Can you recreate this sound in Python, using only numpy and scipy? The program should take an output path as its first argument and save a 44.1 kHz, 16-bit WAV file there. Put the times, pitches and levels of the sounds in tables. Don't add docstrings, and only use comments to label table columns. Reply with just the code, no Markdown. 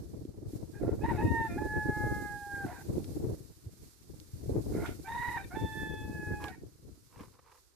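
import sys
import numpy as np
from scipy import signal
from scipy.fft import rfft, irfft
from scipy.io import wavfile
from scipy.ndimage import uniform_filter1d

SR = 44100
rng = np.random.default_rng(int(sys.argv[2]) if len(sys.argv) > 2 else 0)


def unload_audio(sound):
    columns = np.transpose(np.atleast_2d(sound))
    steps = np.round(np.clip(columns, -1, 1) * 32767)
    wavfile.write(sys.argv[1], SR, steps.astype(np.int16))


N = 341775
TIME = np.arange(N) / SR


def amp(db):
    return 10 ** (np.asarray(db) / 20)


def unit(x):
    return x / np.sqrt(np.mean(x ** 2) + 1e-20)


def curves(rows, t):
    s, *columns = np.transpose(rows)
    return [np.interp(t, s, c) for c in columns]


def colour(x, points):
    hz, db = np.transpose(points)
    f = np.fft.rfftfreq(x.shape[-1], 1 / SR)
    gain_db = np.interp(np.log(f + 1), np.log(hz + 1), db)
    return irfft(rfft(x) * amp(gain_db), x.shape[-1])


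def wander(shape, hz):
    z = rng.standard_normal(shape)
    f = np.fft.rfftfreq(z.shape[-1], 1 / SR)
    return unit(irfft(rfft(z) / (1 + (f / hz) ** 4), z.shape[-1]))


def lowpass(x, hz):
    return signal.sosfiltfilt(signal.butter(2, hz, fs=SR, output="sos"), x)


def resonate(x, modes):
    out = 0
    for hz, width, db in modes:
        b, a = signal.iirpeak(hz, hz / width, SR)
        once = signal.lfilter(b, a, x)
        out = out + amp(db) * signal.lfilter(b, a, once)
    return out


def pan(db):
    left = amp(np.atleast_1d(db))
    return 2 * np.array([left, np.ones_like(left)]) / (1 + left)


def add(mix, s, sound):
    part = mix[..., max(round(s * SR), 0):][..., :sound.shape[-1]]
    part += sound[..., :part.shape[-1]]


# (t/s, level/dB before the trim)
GUSTS = [(0.0, -44.5), (0.11, -50.5), (0.15, -43.5), (0.19, -47), (0.37, -50.5), (0.5, -42.5),
         (0.58, -45.5), (0.67, -43), (0.71, -54), (0.88, -31.5), (0.97, -40), (1.12, -33.5), (1.19, -38.5),
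         (1.25, -30.5), (1.47, -42.5), (1.66, -37), (1.7, -47), (1.79, -33.5), (1.83, -44), (1.9, -32),
         (1.94, -50.5), (1.98, -38.5), (2.11, -37), (2.46, -56), (2.63, -41.5), (2.81, -54.5), (2.91, -37),
         (3.0, -36.5), (3.02, -45.5), (3.3, -36), (3.43, -54.5), (3.5, -53), (3.58, -63.5), (3.67, -52),
         (3.75, -61.5), (3.84, -51.5), (3.95, -70), (4.1, -50), (4.29, -57.5), (4.58, -31.5), (4.62, -43),
         (4.77, -35.5), (5.05, -52.5), (5.2, -47), (5.52, -48.5), (5.65, -33.5), (5.72, -52.5), (5.76, -42),
         (6.28, -44.5), (6.32, -33.5), (6.37, -47.5), (6.48, -42.5), (6.52, -54), (6.65, -49.5),
         (6.78, -65.5), (6.86, -50), (7.1, -69.5), (7.21, -49.5), (7.34, -66), (7.75, -90)]
# (f/Hz, relative level/dB per Hz)
BUFFET = [(13, -42), (22, -32.5), (49, 0.5), (97, 4), (232, -6), (300, -0.5), (338, 0), (381, -5.5),
          (421, -4.5), (523, -13.5), (777, -24), (1050, -33), (1350, -41), (2500, -51), (3250, -85.5),
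          (5500, -120)]


def wind(level_db=3.0, lumps_db=5.0, lumps_hz=35, split_hz=230, brighten=0.32, usual_db=-41,
         low_side_db=5, high_side_db=-2, sway_db=2.0, sway_hz=6):
    gust_db = curves(GUSTS, TIME)[0]
    side_db = sway_db * wander(N, sway_hz)
    flow = unit(colour(rng.standard_normal((2, N)), BUFFET))
    rumble = lowpass(flow, split_hz)
    bright_db = brighten * np.minimum(gust_db - usual_db, 5)
    flicker = unit(amp(3.16 * wander((2, N), 66)))
    flutter = (flow - rumble) * amp(bright_db) * flicker
    lumps = amp(lumps_db * wander((2, N), lumps_hz))
    lumps /= np.sqrt(uniform_filter1d((lumps * flow) ** 2, SR // 8))
    both = rumble * pan(side_db + low_side_db) + flutter * pan(side_db + high_side_db)
    return both * lumps * amp(gust_db + level_db)


# (t/s, level/dB before the trim)
HISS = [(0.0, -67), (0.45, -72), (0.52, -63.5), (0.56, -62), (0.6, -67.5), (1.04, -66), (1.1, -63),
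        (1.92, -62.5), (2.01, -60), (2.46, -62.5), (3.17, -62), (3.69, -68), (3.88, -64), (3.97, -68),
        (4.88, -59.5), (4.98, -63.5), (5.33, -60), (5.44, -64.5), (5.83, -61.5), (5.89, -65), (6.39, -64),
        (6.45, -61.5), (6.56, -70.5), (7.1, -69.5), (7.21, -67), (7.45, -74.5), (7.58, -68), (7.75, -75.5)]
# (f/Hz, relative level/dB)
HISS_COLOUR = [(1500, -6), (2400, -7.5), (3100, -8.5), (4300, -0.5), (6000, -1), (9000, -1.5),
               (12000, -1.5), (14500, -4.5)]
# (f/Hz, relative level/dB per Hz)
AIR = [(24, -44), (40, 8), (83, 9), (192, -17), (372, 0.5), (654, -18), (1020, -12), (1300, -10.5),
       (2850, -32), (5380, -32.5), (14000, -59)]


def hiss(level_db=4.5, side_db=-5, flicker_db=1.02, air_db=-72, top_hz=8000, brighten=0.43, usual_db=-63):
    swell_db = curves(HISS, TIME)[0]
    fine = unit(colour(rng.standard_normal((2, N)), HISS_COLOUR))
    body = lowpass(fine, top_hz)
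    fine = body + (fine - body) * amp(brighten * (swell_db - usual_db))
    fine *= amp(swell_db + level_db + flicker_db * wander((2, N), 35)) * pan(side_db)
    air = unit(colour(rng.standard_normal((2, N)), AIR))
    return fine + amp(air_db) * air


# (t/s, level/dB before the trim, f/Hz, left over right level/dB)
THUMPS = [(0.136, -31.5, 308, -8), (0.232, -38, 148, -6), (0.251, -29.5, 310, -5), (0.533, -29, 303, -4),
          (0.835, -21, 466, -18), (0.891, -16.5, 400, -5), (1.243, -16.5, 106, 0), (1.276, -21, 240, -2),
          (1.568, -23, 290, 2), (1.89, -25, 150, -11), (2.044, -24, 109.5, 2), (2.646, -24, 291, -3),
          (2.98, -23.5, 350, -17), (3.166, -24, 295, 1), (3.267, -28, 111, 19), (3.661, -32.5, 99, -2),
          (4.332, -30, 107.5, 1), (4.476, -26, 111, 7), (4.494, -21.5, 412, -3), (4.546, -27, 342, -11),
          (4.555, -20.5, 349, -1), (4.571, -30, 108, 8), (4.749, -19.5, 353, -5), (6.094, -28, 260, -1),
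          (6.314, -26, 137, 0), (6.634, -35.5, 357, -6), (7.205, -36.5, 244, 1)]


def thumps(level_db=-3, cycles=0.93, spread=0.77):
    out = np.zeros((2, N))
    t = np.arange(SR // 16) / SR
    turns = spread * rng.standard_normal((len(THUMPS), 2))
    for (s, db, hz, side_db), turn in zip(THUMPS, turns):
        u = t * hz / cycles
        push = u ** 2 * np.exp(2 * (1 - u)) * np.sin(2 * np.pi * hz * t + turn[:, None])
        add(out, s, amp(db + level_db) * pan(side_db) * push)
    return out


# (t/s, starting level/dB before the trim, time to fall 60 dB/s, centre f/Hz)
SNAPS = [(.250, -54, 0.017, 3500), (3.043, -42, 0.028, 3500), (4.2, -42, 0.017, 5200),
         (4.86, -40.5, 0.25, 2400), (6.441, -28.5, 0.018, 2670), (6.482, -39, 0.057, 2980),
         (7.207, -46, 0.066, 1600), (7.519, -49.5, 0.024, 1800)]
# (t/s of the middle, length/s, level/dB before fades and pan)
SCUFFS = [(4.849, 0.049, -49.5), (6.443, 0.1, -48), (6.448, 0.01, -44), (7.2, 0.21, -59.5),
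          (7.202, 0.029, -52.5), (7.237, 0.012, -54), (7.352, 0.068, -67), (7.394, 0.019, -57),
          (7.511, 0.21, -63)]
# (f/Hz, width of each pass/Hz, relative level/dB)
TROUGH = [(487, 107, 14), (1040, 400, 13), (1430, 1400, 1), (2170, 360, -13), (4740, 1200, -9)]


def hay(snap_db=-7, grain_db=3.0, side_db=-3):
    out = np.zeros((2, N))
    t = np.arange(SR // 10) / SR
    for s, db, t60, hz in SNAPS:
        spectrum = [(hz / 8, -16), (hz / 2, -6), (hz, 0), (hz * 1.5, -3), (hz * 1.8, -13), (hz * 5, -20)]
        crack = unit(colour(rng.standard_normal((2, len(t))), spectrum))
        add(out, s, crack * amp(db + snap_db - 60 * t / t60))
    for s, length, db in SCUFFS:
        size = int(length * SR)
        grains = rng.standard_normal(size) + 0.56 * rng.standard_normal((2, size))
        scrape = unit(resonate(grains * amp(grain_db * wander(size, 160)), TROUGH))
        fade = np.sin(np.pi * np.arange(size) / size)
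        add(out, s - length / 2, amp(db) * scrape * fade)
    return out * pan(side_db)


def swell(t, start, end, edge):
    return np.sin(np.pi / 2 * np.clip(np.minimum(t - start, end - t) / edge, 0, 1)) ** 2


# (start t/s, end t/s, level/dB at 1.5, at 2.5 and at 3.5 times the pitch)
DOUBLING = [(1.475, 1.583, -73, -58, -55.5), (1.82, 2.391, -59, -58, -93)]
# (f/Hz, width of each pass/Hz, relative level/dB)
THROAT = [(885, 91, 21.5), (1804, 650, 12), (2400, 190, -3), (3790, 230, -1)]


def syrinx(t, hz, levels, rough, warble, jitter=0.054, jitter_hz=170, flutter=1.0, rasp_db=-2.0,
           chaos=0.37, warble_hz=31.45, warble_dip=14, tear=18, upper_db=-22):
    size = len(t)
    rough = np.clip(rough - .12, 0, 1)
    warble_phase = np.pi * warble_hz * (t - t[0]) + 0.17 * wander(size, 28)
    flick = warble * (2 * np.sin(warble_phase) ** 4 - .75)
    shake = jitter * rough * wander(size, jitter_hz) + 0.0013 * wander(size, 43)
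    phase = 2 * np.pi * np.cumsum(hz * (1 + flick + shake)) / SR
    gains = [amp(db) for db in levels]
    gains += [gains[-1] * amp(upper_db - k) for k in range(4)]
    tone = np.zeros(size)
    for k, gain in enumerate(gains, 1):
        tone += gain * np.cos(k * phase) * (1 + flutter * rough * wander(size, 148))
    tone *= np.clip(1 - warble_dip * flick, 0, 2)
    tone *= 1 + chaos * rough * wander(size, 79) * np.cos(phase / 2)
    for start, end, *halves in DOUBLING:
        half_lines = sum(amp(db) * np.cos((k + .5) * phase) for k, db in enumerate(halves, 1))
        tone += swell(t, start, end, 0.32 * (end - start)) * half_lines
    clumps = amp(3 * wander(size, 70))
    breath = rng.standard_normal(size) * (1 + np.cos(phase)) * clumps
    puffs = unit(resonate(breath, THROAT)) * (1 + tear * np.maximum(flick, 0))
    rasp = amp(rasp_db) * rough * np.hypot(gains[0], gains[1]) * puffs
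    return np.sqrt(2) * tone + rasp


CROAK_TOP_DB = -24
CROAK_DIP_HZ = 26.2
CROAK_EDGE = 0.37


def croak(start, end, pitch_hz, glide, first_db, second_db, third_db, rough):
    t = np.arange(start, end, 1 / SR)
    late = t - (start + end) / 2
    hz = pitch_hz + glide * late + CROAK_DIP_HZ * (2 * late / (end - start)) ** 2
    levels = [first_db, second_db, third_db, third_db + CROAK_TOP_DB]
    return syrinx(t, hz, levels, rough, 0) * swell(t, start, end, CROAK_EDGE * (end - start))


NOTE_EDGE_S = 0.022
SCOOP, SCOOP_S = .1, 0.01002
ROUGH_ENDS, ROUGH_ENDS_S = .12, 0.098
BEAK_HZ, BEAK_SLOPE_HZ = 3435, 12
BEAK_DB = -21.5


def note(loudness, start, end, pitch_hz, sag, arch_hz, third_db, fourth_db, rough, warble):
    t = np.arange(start, end, 1 / SR)
    late = t - (start + end) / 2
    edge = np.minimum(t - start, end - t)
    hz = pitch_hz - sag * late - arch_hz * (2 * late / (end - start)) ** 2
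    hz *= 1 - SCOOP * np.exp(-edge / SCOOP_S)
    dim_db = BEAK_DB * (1 + np.tanh((BEAK_HZ - 4 * hz) / BEAK_SLOPE_HZ)) / 2
    levels = curves(loudness, t) + [third_db, fourth_db + dim_db]
    rough = rough + ROUGH_ENDS * np.exp(-edge / ROUGH_ENDS_S)
    return syrinx(t, hz, levels, rough, warble) * swell(t, start, end, NOTE_EDGE_S)


def yard(x, t60, delay):
    t = np.arange(SR // 2) / SR
    hits = rng.random((2, len(t))) < 1500 / SR
    taps = rng.standard_normal((2, len(t))) * hits * (t > delay) * amp(-60 * t / t60)
    taps /= np.linalg.norm(taps, axis=1, keepdims=True)
    return signal.fftconvolve(x[None], taps, axes=1)[:, :N]


# (start t/s, end t/s, middle f/Hz, glide/Hz per s,
# level/dB of partials 1, 2 and 3 in the bird, roughness 0-1 before the threshold)
CROAKS = [(0.724, 0.819, 813, 150, -71, -57, -76, 0.4), (0.784, 0.972, 692, -6, -53.5, -60, -85.5, .6),
          (1.003, 1.078, 850, 800, -52, -52.5, -59, 0.36),
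          (1.096, 1.196, 710, -900, -51, -54.5, -60.5, 0.8),
          (1.164, 1.242, 846, 300, -37, -43.5, -53, 0.33), (1.447, 1.612, 695, 104, -52, -56.5, -63, 0.29),
          (2.637, 2.743, 712, 398, -48.5, -56.5, -80, 0.71), (2.683, 2.799, 970, 2, -53.5, -64, -83, 0.47),
          (2.701, 2.844, 803, -500, -56.5, -52.5, -72, 0.7), (4.70, 4.959, 696, 78, -54, -54.5, -58, 0.78),
          (4.822, 4.892, 713, 4, -55, -46, -58, 0.76), (5.037, 5.107, 783, 700, -50.5, -51.5, -57.5, 0.4),
          (5.352, 5.439, 785, -650, -45.5, -45.5, -53.5, 0.5),
          (5.494, 5.59, 744, 1006, -50.5, -50.5, -61, 0.54), (6.486, 6.567, 935, -500, -62, -55, -78, 0.54),
          (6.463, 6.53, 761, -800, -49.5, -56, -60, 0.5)]
# (start t/s, end t/s, middle f/Hz, sag/Hz per s (positive falls), arch/Hz,
# level/dB of partial 3, of partial 4 before the beak dims it, roughness 0-1 before ends and threshold,
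# warble as a share of the pitch)
NOTES = [(1.028, 1.132, 954, -200, 70, -71, -84, .38, 0),
         (1.199, 1.489, 918.3, 146, 7, -65.5, -70.5, 0.12, 0.0036),
         (1.571, 2.663, 837, 54.5, 11, -79, -61, 0.14, 0.0022),
         (5.064, 5.391, 967.3, -110, 42, -68.5, -62, 0.32, 0.024),
         (5.544, 6.498, 860.6, 57.5, 2.83, -64.5, -59.5, 0.16, 0.0023)]
# (t/s, level/dB of partial 1, of partial 2, in the bird)
NOTE_LEVELS = [
    [(1.04, -30.5, -74), (1.054, -35, -42.5), (1.082, -48, -49), (1.1, -35, -41.5), (1.12, -31.5, -52)],
    [(1.21, -27.5, -59), (1.222, -38, -37), (1.246, -38, -52), (1.27, -42.5, -42), (1.32, -39.5, -42.5),
     (1.364, -34, -32), (1.414, -34, -35.5), (1.47, -36, -41.5)],
    [(1.585, -34.5, -37), (1.601, -42.5, -48), (1.711, -43, -35.5), (2.035, -40, -37), (2.381, -48, -44.5),
     (2.475, -44, -46.5), (2.553, -51.5, -36.5), (2.645, -43, -41.5)],
    [(5.085, -37.5, -50), (5.133, -41, -43.5), (5.167, -36.5, -48), (5.179, -38, -40), (5.217, -39, -37),
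     (5.231, -37, -38), (5.327, -40, -39), (5.37, -37.5, -40)],
    [(5.565, -39.5, -45), (5.587, -43, -54), (5.805, -52, -40), (6.107, -52.5, -53.5), (6.155, -57, -45),
     (6.333, -50, -40), (6.371, -48.5, -53), (6.48, -46, -42.5)],
]


def rooster(near_db=-11, far_db=-25, fence_db=-26, fence_s=.065, shimmer_db=1.1):
    voice = np.zeros(N)
    for row in CROAKS:
        add(voice, row[0], croak(*row))
    for row, loudness in zip(NOTES, NOTE_LEVELS):
        add(voice, row[0], note(loudness, *row))
    voice *= amp(shimmer_db * wander(N, 19))
    left = colour(voice, [(850, -2), (1700, -7), (3500, -6.5)])
    right = colour(voice, [(850, 0.18), (1700, 0.43), (3500, 3.0)])
    out = np.array([left, right])
    near = yard(colour(voice, [(850, -6), (1700, 0)]), t60=.08, delay=.002)[0]
    bright = colour(voice, [(850, 1), (1800, 13.3), (3700, 22.4)])
    add(out, fence_s, amp(fence_db) * yard(bright, t60=0.018, delay=0))
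    far = yard(voice, t60=.45, delay=.02)
    return out + amp(near_db) * np.array([near, -near]) + amp(far_db) * far


def scene():
    return wind() + hiss() + thumps() + hay() + rooster()


EDGE_HZ = 14600


def record(dry):
    lowpass_taps = signal.firwin(701, EDGE_HZ, window=("kaiser", 9), fs=SR)
    return signal.oaconvolve(dry, lowpass_taps[None], "same", axes=1)


dry = scene()
out = record(dry)
unload_audio(out)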